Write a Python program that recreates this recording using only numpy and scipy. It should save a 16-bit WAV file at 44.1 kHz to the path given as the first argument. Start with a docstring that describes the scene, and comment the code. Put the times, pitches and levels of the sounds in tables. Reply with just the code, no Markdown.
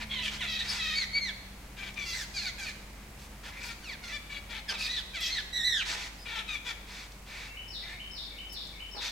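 """On open ground a flock of babblers squabbles, with voices mostly around 2 kHz.
Clear cries arch over; split voices add undertones for yelps, brays, caws and grunts; noise makes rasps.
Bursts of noise make fluttering wings and pecking beaks; gliding pure tones make a songbird further off.
Trees and walls echo the birds over a steady low hum, a distant engine and soft outdoor noise."""
import sys
import numpy as np
from scipy import signal
from scipy.fft import rfft, irfft, next_fast_len
from scipy.io import wavfile

SR = 44100
rng = np.random.default_rng(int(sys.argv[2]) if len(sys.argv) > 2 else 0)


def materialize(psi):
    """Save the field psi as 16-bit PCM at rate SR to the path in sys.argv[1].

    A 1-D psi becomes a single channel; in a 2-D psi each row is a channel.
    """
    bounded = np.clip(np.atleast_2d(psi).T, -1, 1)
    quanta = np.round(bounded * 32767).astype(np.int16)
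    wavfile.write(sys.argv[1], SR, quanta)


N = 401751
TIME = np.arange(N) / SR
TOP_HZ = 15800  # upper limit of the sound


def undb(db):
    """Turn decibels into gain."""
    return 10 ** (np.asarray(db) / 20)


def unit(x):
    """Scale to an rms level of 1."""
    return x / np.sqrt(np.mean(x ** 2) + 1e-20)


def log_curve(hz, points):
    """Read (Hz, dB) points on a log-frequency axis."""
    point_hz, db = np.transpose(points)
    return np.interp(np.log(hz + 1), np.log(point_hz), db)


def colour(x, db_of):
    """Filter by a gain in dB that depends on frequency."""
    length = x.shape[-1]
    size = next_fast_len(length)
    gain = undb(db_of(np.fft.rfftfreq(size, 1 / SR)))
    return irfft(rfft(x, size) * gain, size)[..., :length]


def wander(size, rate_hz):
    """Smooth random motion around 0 with a spread of about 1, mostly slower than rate_hz."""
    noise = rng.standard_normal(size + SR // 8)
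    smooth = colour(noise, lambda f: -20 * np.log10(1 + (f / rate_hz) ** 2))
    return unit(smooth)[:size]


def band_noise(size, hz, slope_db):
    """Noise around a centre; an octave away it is slope_db weaker, two octaves away four times that."""
    noise = rng.standard_normal(size)
    return unit(colour(noise, lambda f: -slope_db * np.log2((f + 1) / hz) ** 2))


def add(out, start, x, pan_db=0):
    """Mix a sound in at its time in seconds; pan_db is how much louder it is on the left."""
    i = max(int(start * SR), 0)
    x = x[:max(N - i, 0)]
    sides = undb(np.array([[pan_db], [-pan_db]]) / 2)
    out[:, i:i + len(x)] += sides * x


def syllable(length, tones_hz, cycles, under_db, rough):
    """The syrinx repeats its pattern every few tone cycles, which puts undertones between the harmonics."""
    size = int(length * SR)
    t = np.arange(size) / SR
    effort = np.sqrt(rough)

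    # the pitch follows a smooth curve through its start, middle and end
    hz = np.polyval(np.polyfit([0, .5, 1], tones_hz, 2), t / length)

    # a pattern of more than two cycles also warbles slowly
    warble = .018 * (cycles > 2) * np.sin(2 * np.pi * (22 * t + rng.random()))

    # a strained voice trills, jitters and lurches in pitch; these shares hold at full roughness
    trill = .035 * np.sin(2 * np.pi * 170 * t + wander(size, 50))
    jitter = .045 * wander(size, 402)
    lurch = .022 * wander(size, 73)
    pitch = hz * (1 + warble + rough * (trill + jitter + lurch))
    phase = 2 * np.pi * np.cumsum(pitch) / SR

    voice = np.zeros(size)
    for k in range(1, int(TOP_HZ * cycles / max(tones_hz)) + 1):
        harmonic = k / cycles
        # from the second harmonic to the sixth, each is 5 dB weaker
        db = -5 * np.clip(harmonic - 2, 0, 4)
        if k % cycles:  # an undertone, each of uneven strength
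            db = db + under_db + 2 * rng.standard_normal()
        # each partial beats on its own, the higher ones more, and slowly fades in and out
        beating = 1 + .85 * effort * min(harmonic / 2, 2) * wander(size, 840)
        fading_db = 3.6 * effort * wander(size, 35)
        partial = np.sin(harmonic * phase + 2 * np.pi * rng.random())
        voice += undb(db + fading_db) * beating * partial

    # harsh syllables leak air once a pattern
    leak = unit(rng.standard_normal(size) * (1 + np.cos(phase / cycles)))
    shimmer = np.exp(.38 * effort * wander(size, 1100))
    return (unit(voice) + 1.1 * rough * effort * leak) * shimmer


# How the babbler's throat colours its voice. Each row: frequency in Hz, gain in dB.
THROAT = [(300, -28), (650, 2.5), (950, 1.5), (1300, 3), (1700, 7.5), (2350, 6), (2800, 1.5), (4600, 1),
          (5400, 0), (6800, 0), (8500, -6), (15000, -15.5)]


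def squawk(length, tones_hz, cycles, db, upper_hz, upper_db, treble_db, under_db, rough,
           fray=0, swell_db=0, low_db=0, width_hz=600, ring_db=0):
    """One syllable; the throat colours it, the opening beak tunes an upper resonance and lets out treble."""
    along = np.linspace(0, 1, int(length * SR))
    # the voice may fray towards the end
    roughness = np.clip(rough + fray * along ** 2, 0, 1)
    source = syllable(length, tones_hz, cycles, under_db, roughness)

    edge_hz = max(upper_hz + 250, 3900)  # the treble change starts here
    beak = [(650, 2 * low_db), (1300, low_db), (2400, 0), (edge_hz, 0), (edge_hz + 700, treble_db)]

    def mouth_db(f):
        upper = upper_db * np.exp(-((f - upper_hz) / width_hz) ** 2)
        # a tight throat rings at one pitch
        ring = ring_db * np.exp(-((f - 2350) / 300) ** 2)
        return log_curve(f, THROAT) + log_curve(f, beak) + upper + ring

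    voice = unit(colour(source, mouth_db))
    attack_s, release_s = .02, .036
    gate = np.clip(length * np.minimum(along / attack_s, (1 - along) / release_s), 0, 1)
    # swell_db is the gain in level from start to end
    return voice * gate * undb(db + swell_db * (along - .5))


# Toneless rasps, some of them the hiss of nearby calls, some fainter. Each row: start in seconds,
# length in seconds, level in dB, treble in dB.
RASPS = [(-.02, 0.046, -40.5, -7), (0.301, 0.082, -43.5, -0.5), (0.62, 0.077, -43.5, -1),
         (0.675, 0.13, -39, 1.5), (5.853, 0.11, -37.5, 2), (5.938, 0.15, -43, 0),
         (6.866, 0.21, -48.5, -0.5), (7.257, 0.25, -48, -3), (9.003, 0.1, -40.5, -1)]
# The throat that colours the rasps. Each row: frequency in Hz, gain in dB.
RASP_THROAT = [(400, -19.5), (900, -6.5), (1600, -4), (2200, 2.5), (2900, -5), (4000, -3), (7000, -10.5),
               (15000, -36.5)]


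def rasps():
    """Squawks so harsh that only a grainy hiss in the throat is left."""
    out = np.zeros((2, N))
    for start, length, db, treble_db in RASPS:
        size = int(length * SR)
        source = rng.standard_normal(size) * np.exp(.051 * wander(size, 400))
        treble = [(3000, 0), (5500, treble_db)]
        voice = colour(source, lambda f: log_curve(f, RASP_THROAT) + log_curve(f, treble))
        swell = np.sqrt(np.sin(np.pi * np.arange(size) / size))
        add(out, start, undb(db) * unit(voice * swell))
    return out


# The tone balance of the outdoor background. Each row: frequency in Hz, gain in dB.
AIR_COLOUR = [(25, -7.5), (70, -2.5), (140, -9.0), (260, -10.5), (380, -14.5), (900, -15.5), (1400, -19),
              (2200, -17.5), (3500, -24.5), (8000, -28), (15500, -33)]
# The loudness it sways around. Each row: time in seconds, level in dB.
AIR_LEVEL = [(0, -48.5), (9.1, -51)]


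def air():
    """Outdoor background noise: bass and faint hiss in the centre, the middle spread wide."""
    mid, side = colour(rng.standard_normal((2, N)), lambda f: log_curve(f, AIR_COLOUR))
    # how far each frequency spreads sideways (Hz, dB)
    spread = [(60, -36), (250, -13.5), (600, -5.5), (6000, -1), (12000, -16.0)]
    side = colour(side, lambda f: log_curve(f, spread))
    both = np.array([mid + side, mid - side])
    sway_db = .7 * wander(N, 0.11)
    return unit(both) * undb(np.interp(TIME, *np.transpose(AIR_LEVEL)) + sway_db)


# Steady low tones. Each row: frequency in Hz, level in dB.
HUM = [(48.4, -51), (199.2, -68.5)]


def hum():
    """Steady pure tones."""
    return sum(undb(db) * np.sqrt(2) * np.sin(2 * np.pi * hz * TIME) for hz, db in HUM)


# How the distant engine runs. Each row: time in seconds, firing rate in Hz, level in dB.
ENGINE = [(0, 72.14, -49), (1.5, 64.23, -53.5), (4, 71.6, -57.5), (5.2, 63.85, -57.5), (9.1, 67.32, -67)]
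# Strength of one, two and three times the firing rate, in dB against each other.
ENGINE_ORDERS_DB = [-2, -6, -2.5]


def engine():
    """A far engine sounds at multiples of its firing rate, changes speed and fades."""
    s, hz, db = np.transpose(ENGINE)
    rate = np.interp(TIME, s, hz) * (1 + 0.0121 * wander(N, 8.26))
    phase = 2 * np.pi * np.cumsum(rate) / SR
    drone = np.zeros(N)
    for k, order_db in enumerate(ENGINE_ORDERS_DB, start=1):
        drone += undb(order_db + 1.25 * wander(N, 2.9)) * np.sin(k * phase)
    return unit(drone) * undb(np.interp(TIME, s, db))


# Nasal caws. Each row: start in seconds, length in seconds, pitch in Hz, level in dB,
# upper resonance in Hz, its lift in dB, left minus right in dB.
CAWS = [(0.092, 0.15, 2070, -35.5, 3630, 5.5, -3.5), (1.956, 0.11, 2310, -38.5, 3640, -4.5, 2.5),
        (6.471, .114, 2424, -36.5, 3630, -5, 3.5)]


def caws():
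    """The voice drops an octave into a nasal stack that droops."""
    out = np.zeros((2, N))
    for start, length, hz, db, upper_hz, upper_db, pan_db in CAWS:
        tones_hz = (1.07 * hz, hz, .93 * hz)
        voice = squawk(length, tones_hz, 2, db, upper_hz, upper_db, treble_db=-12.5,
                       under_db=1.5, rough=.47, swell_db=5.0, low_db=-7.5)
        add(out, start, voice, pan_db)
    return out


# Falling yelps. Each row: start in seconds, length in seconds, first pitch in Hz, last pitch in Hz,
# tone cycles per pattern, roughness from 0 to 1, level in dB, upper resonance in Hz, its lift in dB,
# treble in dB.
YELPS = [(0.215, 0.094, 2735, 2213, 4, 0.65, -33.5, 3100, 10.5, -0.5),
         (0.391, 0.06, 3480, 2206, 3, 0.48, -33.5, 3240, 9, -10),
         (0.419, 0.062, 3063, 2330, 4, 0.63, -33.5, 3750, 5, -8),
         (2.333, 0.099, 2588, 1890, 3, .32, -36.5, 4470, 13, 3.5),
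         (2.407, 0.11, 2720, 1853, 3, 0.5, -37, 4100, 7, 0.5),
         (2.575, 0.097, 2540, 2173, 3, 0.47, -40, 4600, 0, 1),
         (2.642, 0.088, 2696, 2066, 4, 0.69, -40, 4070, 2, -3.5),
         (3.823, 0.14, 3255, 1417, 2, 0.29, -43.5, 4360, 3.5, -6),
         (4.02, 0.12, 2194, 1920, 3, 0.48, -42.5, 3760, -1, -2),
         (4.678, 0.055, 3506, 2680, 2, 0.48, -30.5, 4960, 5, -8),
         (4.728, 0.065, 2905, 2040, 2, .5, -41, 3580, 7, -8),
         (5.132, 0.084, 2480, 1696, 3, 0.28, -36, 3520, 7, -3.5)]


def yelps():
    """A split voice slides down through a ringing throat."""
    out = np.zeros((2, N))
    for start, length, first, last, cycles, rough, db, upper_hz, upper_db, treble_db in YELPS:
        tones_hz = (first, (first + last) / 2, last)
        voice = squawk(length, tones_hz, cycles, db, upper_hz, upper_db, treble_db,
                       under_db=-3, rough=rough, swell_db=4.0, low_db=-3.5, ring_db=4.0)
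        add(out, start, voice, pan_db=-1.5)
    return out


# Harsh held brays. Each row: start in seconds, length in seconds, pitch in Hz, tone cycles per pattern,
# roughness from 0 to 1, level in dB, upper resonance in Hz, its lift in dB, treble in dB.
BRAYS = [(0.461, 0.14, 1925, 3, 0.22, -36, 3720, 6.5, -7),
         (0.779, 0.2, 1892, 3, 0.26, -34.5, 3770, 3.5, -10),
         (2.044, 0.11, 2030, 3, 0.23, -41, 4750, -4, 0.5), (4.773, 0.13, 2486, 2, 0.72, -36, 4300, 4, -7),
         (5.193, 0.129, 1955, 3, 0.38, -35, 3400, 4, -2.5), (9.008, .12, 1850, 3, .3, -46, 3860, 19, 2)]


def brays():
    """A split voice settles onto its pitch and holds, with strong undertones and hiss from the open beak."""
    out = np.zeros((2, N))
    for start, length, hz, cycles, rough, db, upper_hz, upper_db, treble_db in BRAYS:
        tones_hz = (1.06 * hz, hz, 1.01 * hz)
        voice = squawk(length, tones_hz, cycles, db, upper_hz, upper_db, treble_db,
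                       under_db=0, rough=rough, swell_db=2.0, low_db=-12)
        size = len(voice)
        # a hiss, and a fainter sizzle far above it; both follow the treble setting
        hiss = undb(-4.5) * band_noise(size, 5100, slope_db=93)
        sizzle = undb(-19.5) * band_noise(size, 12200, slope_db=40)
        swell = np.sin(np.linspace(0, np.pi, size))
        add(out, start, voice + undb(db + treble_db) * (hiss + sizzle) * swell, pan_db=-1.0)
    return out


# Clear cries. Each row: start in seconds, length in seconds, top pitch in Hz, share of the length at
# which it is reached, share of pitch lost by the end, level in dB, lift of the upper resonance in dB,
# treble in dB, roughness from 0 to 1 at the start.
CRIES = [(0.575, 0.069, 1930, 0.23, 0.084, -33, 14, 0, 0.6),
         (0.942, 0.12, 2242, 0.31, 0.21, -32, 4, -3, 0.24),
         (1.128, 0.086, 2277, 0.48, 0.078, -30.5, 3, -13, 0),
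         (1.201, 0.12, 2150, 0.16, 0.35, -36, 6.5, -3, 0.02),
         (2.117, 0.14, 2043, 0.213, 0.38, -38, 4, 5.5, 0.58),
         (4.875, 0.15, 1992, 0.37, 0.38, -36.5, 13, 2.5, 0.33),
         (5.295, 0.13, 2090, 0.25, 0.39, -35, 10, -2.5, 0.38)]


def cries():
    """A clear tone arches over, its upper resonance near the second harmonic; it frays as the effort fades."""
    out = np.zeros((2, N))
    for start, length, hz, top, fall, db, upper_db, treble_db, rough in CRIES:
        arch = ((np.array([0, .5, 1]) - top) / (1 - top)) ** 2
        tones_hz = hz * (1 - fall * arch)
        voice = squawk(length, tones_hz, 2, db, 1.82 * hz, upper_db, treble_db,
                       under_db=-31, rough=rough, fray=0.44, swell_db=-2.5, width_hz=1250)
        add(out, start, voice, pan_db=-0.5)
    return out


# Thin squeaks over the rasping voice. Each row: start in seconds, length in seconds, pitch in Hz,
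# level in dB.
SQUEAKS = [(0.672, 0.079, 4690, -38), (0.674, 0.055, 5230, -35), (2.045, 0.097, 4760, -47.5),
           (6.179, 0.088, 5020, -53)]


def squeaks():
    """A high, almost pure tone, slightly arched, with no undertones."""
    out = np.zeros((2, N))
    for start, length, hz, db in SQUEAKS:
        tones_hz = (.96 * hz, hz, .96 * hz)
        voice = squawk(length, tones_hz, 1, db, upper_hz=hz, upper_db=4, treble_db=-4.0,
                       under_db=0, rough=0.28, swell_db=3)
        add(out, start, voice)
    return out


# Gruff grunts. Each row: start in seconds, length in seconds, pitch in Hz, share of pitch lost,
# tone cycles per pattern, roughness from 0 to 1, level in dB, lift of the upper resonance in dB,
# treble in dB.
GRUNTS = [(1.76, 0.16, 2355, 0.06, 6, 0.63, -43.5, 5.5, -8),
          (3.597, 0.15, 2408, 0.13, 5, 0.66, -43.5, 1.5, -1),
          (4.109, 0.081, 2344, 0.0082, 4, 0.15, -38.5, 10.5, -4),
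          (4.286, 0.12, 2284, 0.048, 4, 0.5, -43, 4.5, -8.5),
          (4.487, 0.13, 2223, 0.15, 5, 0.66, -42, 3, -8),
          (6.246, 0.1244, 2310, 0.1236, 5, 0.62, -41, 3.5, -10.5),
          (6.341, 0.091, 2687, 0.075, 6, 0.65, -36.5, 6, -10.5),
          (6.642, 0.099, 2368, 0.16, 5, 0.66, -38.5, 8.5, -5.5)]


def grunts():
    """Long patterns crowd the undertones into a gruff buzz that sags a little, from a bird to the left."""
    out = np.zeros((2, N))
    for start, length, hz, sag, cycles, rough, db, upper_db, treble_db in GRUNTS:
        tones_hz = hz * (1 + sag * np.array([.5, 0, -.5]))
        voice = squawk(length, tones_hz, cycles, db, 3430, upper_db, treble_db, under_db=-5.5,
                       rough=rough, swell_db=4.5, low_db=-0.5, width_hz=370, ring_db=2.0)
        add(out, start, voice, pan_db=3.0)
    return out


# Pecks. Each row: time in seconds, level in dB, ring in Hz.
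PECKS = [(1.942, -46, 5560), (5.207, -43, 11500), (7.12, -49, 4340), (8.672, -48, 6010)]


def pecks():
    """Beaks tick on the ground: band noise that dies away within milliseconds."""
    out = np.zeros((2, N))
    t = np.arange(SR // 20) / SR
    for start, db, hz in PECKS:
        add(out, start, undb(db) * np.exp(-t / 0.0039) * band_noise(len(t), hz, slope_db=18))
    return out


# Hoarse rising calls from birds further off. Each row: start in seconds, length in seconds,
# first pitch in Hz, last pitch in Hz, level in dB.
FAR_CALLS = [(2.91, 0.16, 2050, 2180, -62), (3.511, .17, 2000, 2510, -47), (7.299, 0.2, 2125, 2340, -50),
             (7.819, 0.16, 2010, 2165, -46)]


def far_calls():
    """A hoarse voice rises; at a distance little but its main tone is left."""
    out = np.zeros((2, N))
    for start, length, first, last, db in FAR_CALLS:
        middle = (first + last) / 2
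        voice = squawk(length, (first, middle, last), 6, db, upper_hz=middle, upper_db=9,
                       treble_db=-5, under_db=-3, rough=.7, swell_db=4, width_hz=450)
        add(out, start, voice)
    return out


# Wing flutters. Each row: start in seconds, length in seconds, level in dB, brightest frequency in Hz.
FLUTTERS = [(3.17, 0.11, -58, 3430), (3.431, 0.084, -46.5, 1750), (3.631, 0.061, -54, 4960),
            (4.691, 0.07, -42, 1300), (5.879, 0.12, -50.5, 893), (8.522, 0.026, -52.5, 10000),
            (8.944, 0.063, -47.5, 534)]


def flutters():
    """Feathers swish in quick strokes: noise that starts each stroke strong and weakens through it."""
    strokes_per_s = 42
    out = np.zeros((2, N))
    for start, length, db, hz in FLUTTERS:
        t = np.arange(int(length * SR)) / SR
        strokes = np.exp(-0.57 * (t * strokes_per_s % 1))
        swish = strokes * np.sqrt(np.sin(np.pi * t / length))
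        add(out, start, undb(db) * unit(swish * band_noise(len(t), hz, slope_db=3.5)))
    return out


# The long squeal. Each row: time in seconds, pitch in Hz, level in dB, trill depth as a share of the pitch.
SQUEAL = [(5.521, 1997, -65, 0.017), (5.533, 1945, -36.5, 0.016), (5.571, 1950, -32, 0.04),
          (5.63, 1828, -35, 0.033), (5.657, 2002, -28, 0.026), (5.72, 1911, -30.5, 0.041),
          (5.764, 1740, -31.5, 0.068), (5.802, 1544, -32.5, 0.055), (5.831, 1253, -37.5, 0.19)]
# Its harmonics from the first up, before the throat colours them, in dB against each other.
SQUEAL_HARMONICS_DB = [-7, 3.5, -9.5, -10.5, -18, -12, -31]


def squeal():
    """One long cry led by its second harmonic; a fast uneven trill deepens as the pitch plunges."""
    s, hz, db, depth = np.transpose(SQUEAL)
    t = np.arange(s[0], s[-1], 1 / SR)
    # 235 swings a second split each harmonic
    trill = np.sin(2 * np.pi * 235 * t + wander(len(t), 40)) + .22 * wander(len(t), 120)
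    pitch = np.interp(t, s, hz) * (1 + np.interp(t, s, depth) * trill)
    phase = 2 * np.pi * np.cumsum(pitch) / SR
    source = np.zeros(len(t))
    for k, harmonic_db in enumerate(SQUEAL_HARMONICS_DB, start=1):
        source += undb(harmonic_db + 2.5 * wander(len(t), 130)) * np.sin(k * phase)
    voice = unit(colour(source, lambda f: log_curve(f, THROAT)))
    out = np.zeros((2, N))
    add(out, s[0], voice * undb(np.interp(t, s, db)), pan_db=-3)
    return out


def whistle(shape):
    """A pure gliding note whose pitch trembles slightly."""
    s, hz, db = np.transpose(shape)
    t = np.arange(s[0], s[-1], 1 / SR)
    pitch = np.interp(t, s, hz) * (1 + 0.0076 * wander(len(t), 90))
    tone = np.sqrt(2) * np.sin(2 * np.pi * np.cumsum(pitch) / SR)
    return tone * undb(np.interp(t, s, db))


# The softer note that opens the song. Each row: time in seconds, pitch in Hz, level in dB before distance.
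OPENING_NOTE = [(7.459, 2575, -65), (7.485, 2690, -48), (7.53, 2720, -73)]
# The time of each phrase, in seconds.
PHRASES_S = [7.566, 7.996, 8.381, 8.798]
# The rising whistle. Each row: seconds from the phrase time, pitch in Hz, level in dB within the note.
WHISTLE = [(-.07, 2369, -4), (-.045, 2120, -8), (-.008, 2400, -6), (.008, 3014, 8.5), (0.025, 3060, -0.5),
           (.06, 3013, -22)]
# The steep downslur. Each row: seconds from its own start, pitch in Hz, level in dB within the note.
DOWNSLUR = [(0, 5200, -6), (.012, 5570, -8.5), (.03, 5220, -9.5), (.05, 4507, -2), (.07, 3700, 4),
            (.088, 3360, -3.5), (.105, 3080, -27)]


def songbird():
    """A rising whistle answered by a steep downslur, again and again, off to the left."""
    pan_db = 3
    slur_after_s = .114
    whistle_db, slur_db = -48, -42  # before distance
    out = np.zeros((2, N))
    add(out, OPENING_NOTE[0][0], whistle(OPENING_NOTE), pan_db)
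    for start in PHRASES_S:
        add(out, start + WHISTLE[0][0], whistle(WHISTLE) * undb(whistle_db), pan_db)
        add(out, start + slur_after_s, whistle(DOWNSLUR) * undb(slur_db), pan_db)
    return out


def echoes(x, t60, wet_db, early_db, early_s, treble_db):
    """Sparse early reflections, then a diffuse tail that falls 60 dB in t60 seconds."""
    t = np.arange(SR) / SR
    tail = rng.standard_normal((2, SR)) * undb(-60 * t / t60) * (1 - np.exp(-t / 0.022))
    # only 3 in 100 moments carry an early reflection
    sparse = rng.random((2, SR)) < .03
    early = rng.standard_normal((2, SR)) * sparse * np.exp(-t / early_s)
    paths = (undb(wet_db) * unit(tail) + undb(early_db) * unit(early)) / np.sqrt(SR)
    response = colour(paths, lambda f: log_curve(f, [(4000, 1.0), (12000, treble_db)]))
    return signal.fftconvolve(x, response, axes=1)[:, :N]


def scene():
    """The flock is near; the songbird is heard mostly through its echoes."""
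    calls = rasps() + caws() + yelps() + brays() + cries() + squeaks() + grunts() + far_calls() + squeal()
    flock = calls + pecks() + flutters()
    flock = flock + echoes(flock, t60=.8, wet_db=-7.5, early_db=-4, early_s=.012, treble_db=0)
    song = songbird()
    song_echoes = echoes(song, t60=1.0, wet_db=-3.5, early_db=2.5, early_s=0.097, treble_db=7)
    far = undb(-8.0) * song + song_echoes
    return flock + far + hum() + engine() + air()


def record(dry):
    """A steep low-pass filter cuts the sound above TOP_HZ."""
    return signal.sosfilt(signal.ellip(10, .2, 80, TOP_HZ, fs=SR, output="sos"), dry)


dry = scene()
out = record(dry)
materialize(out)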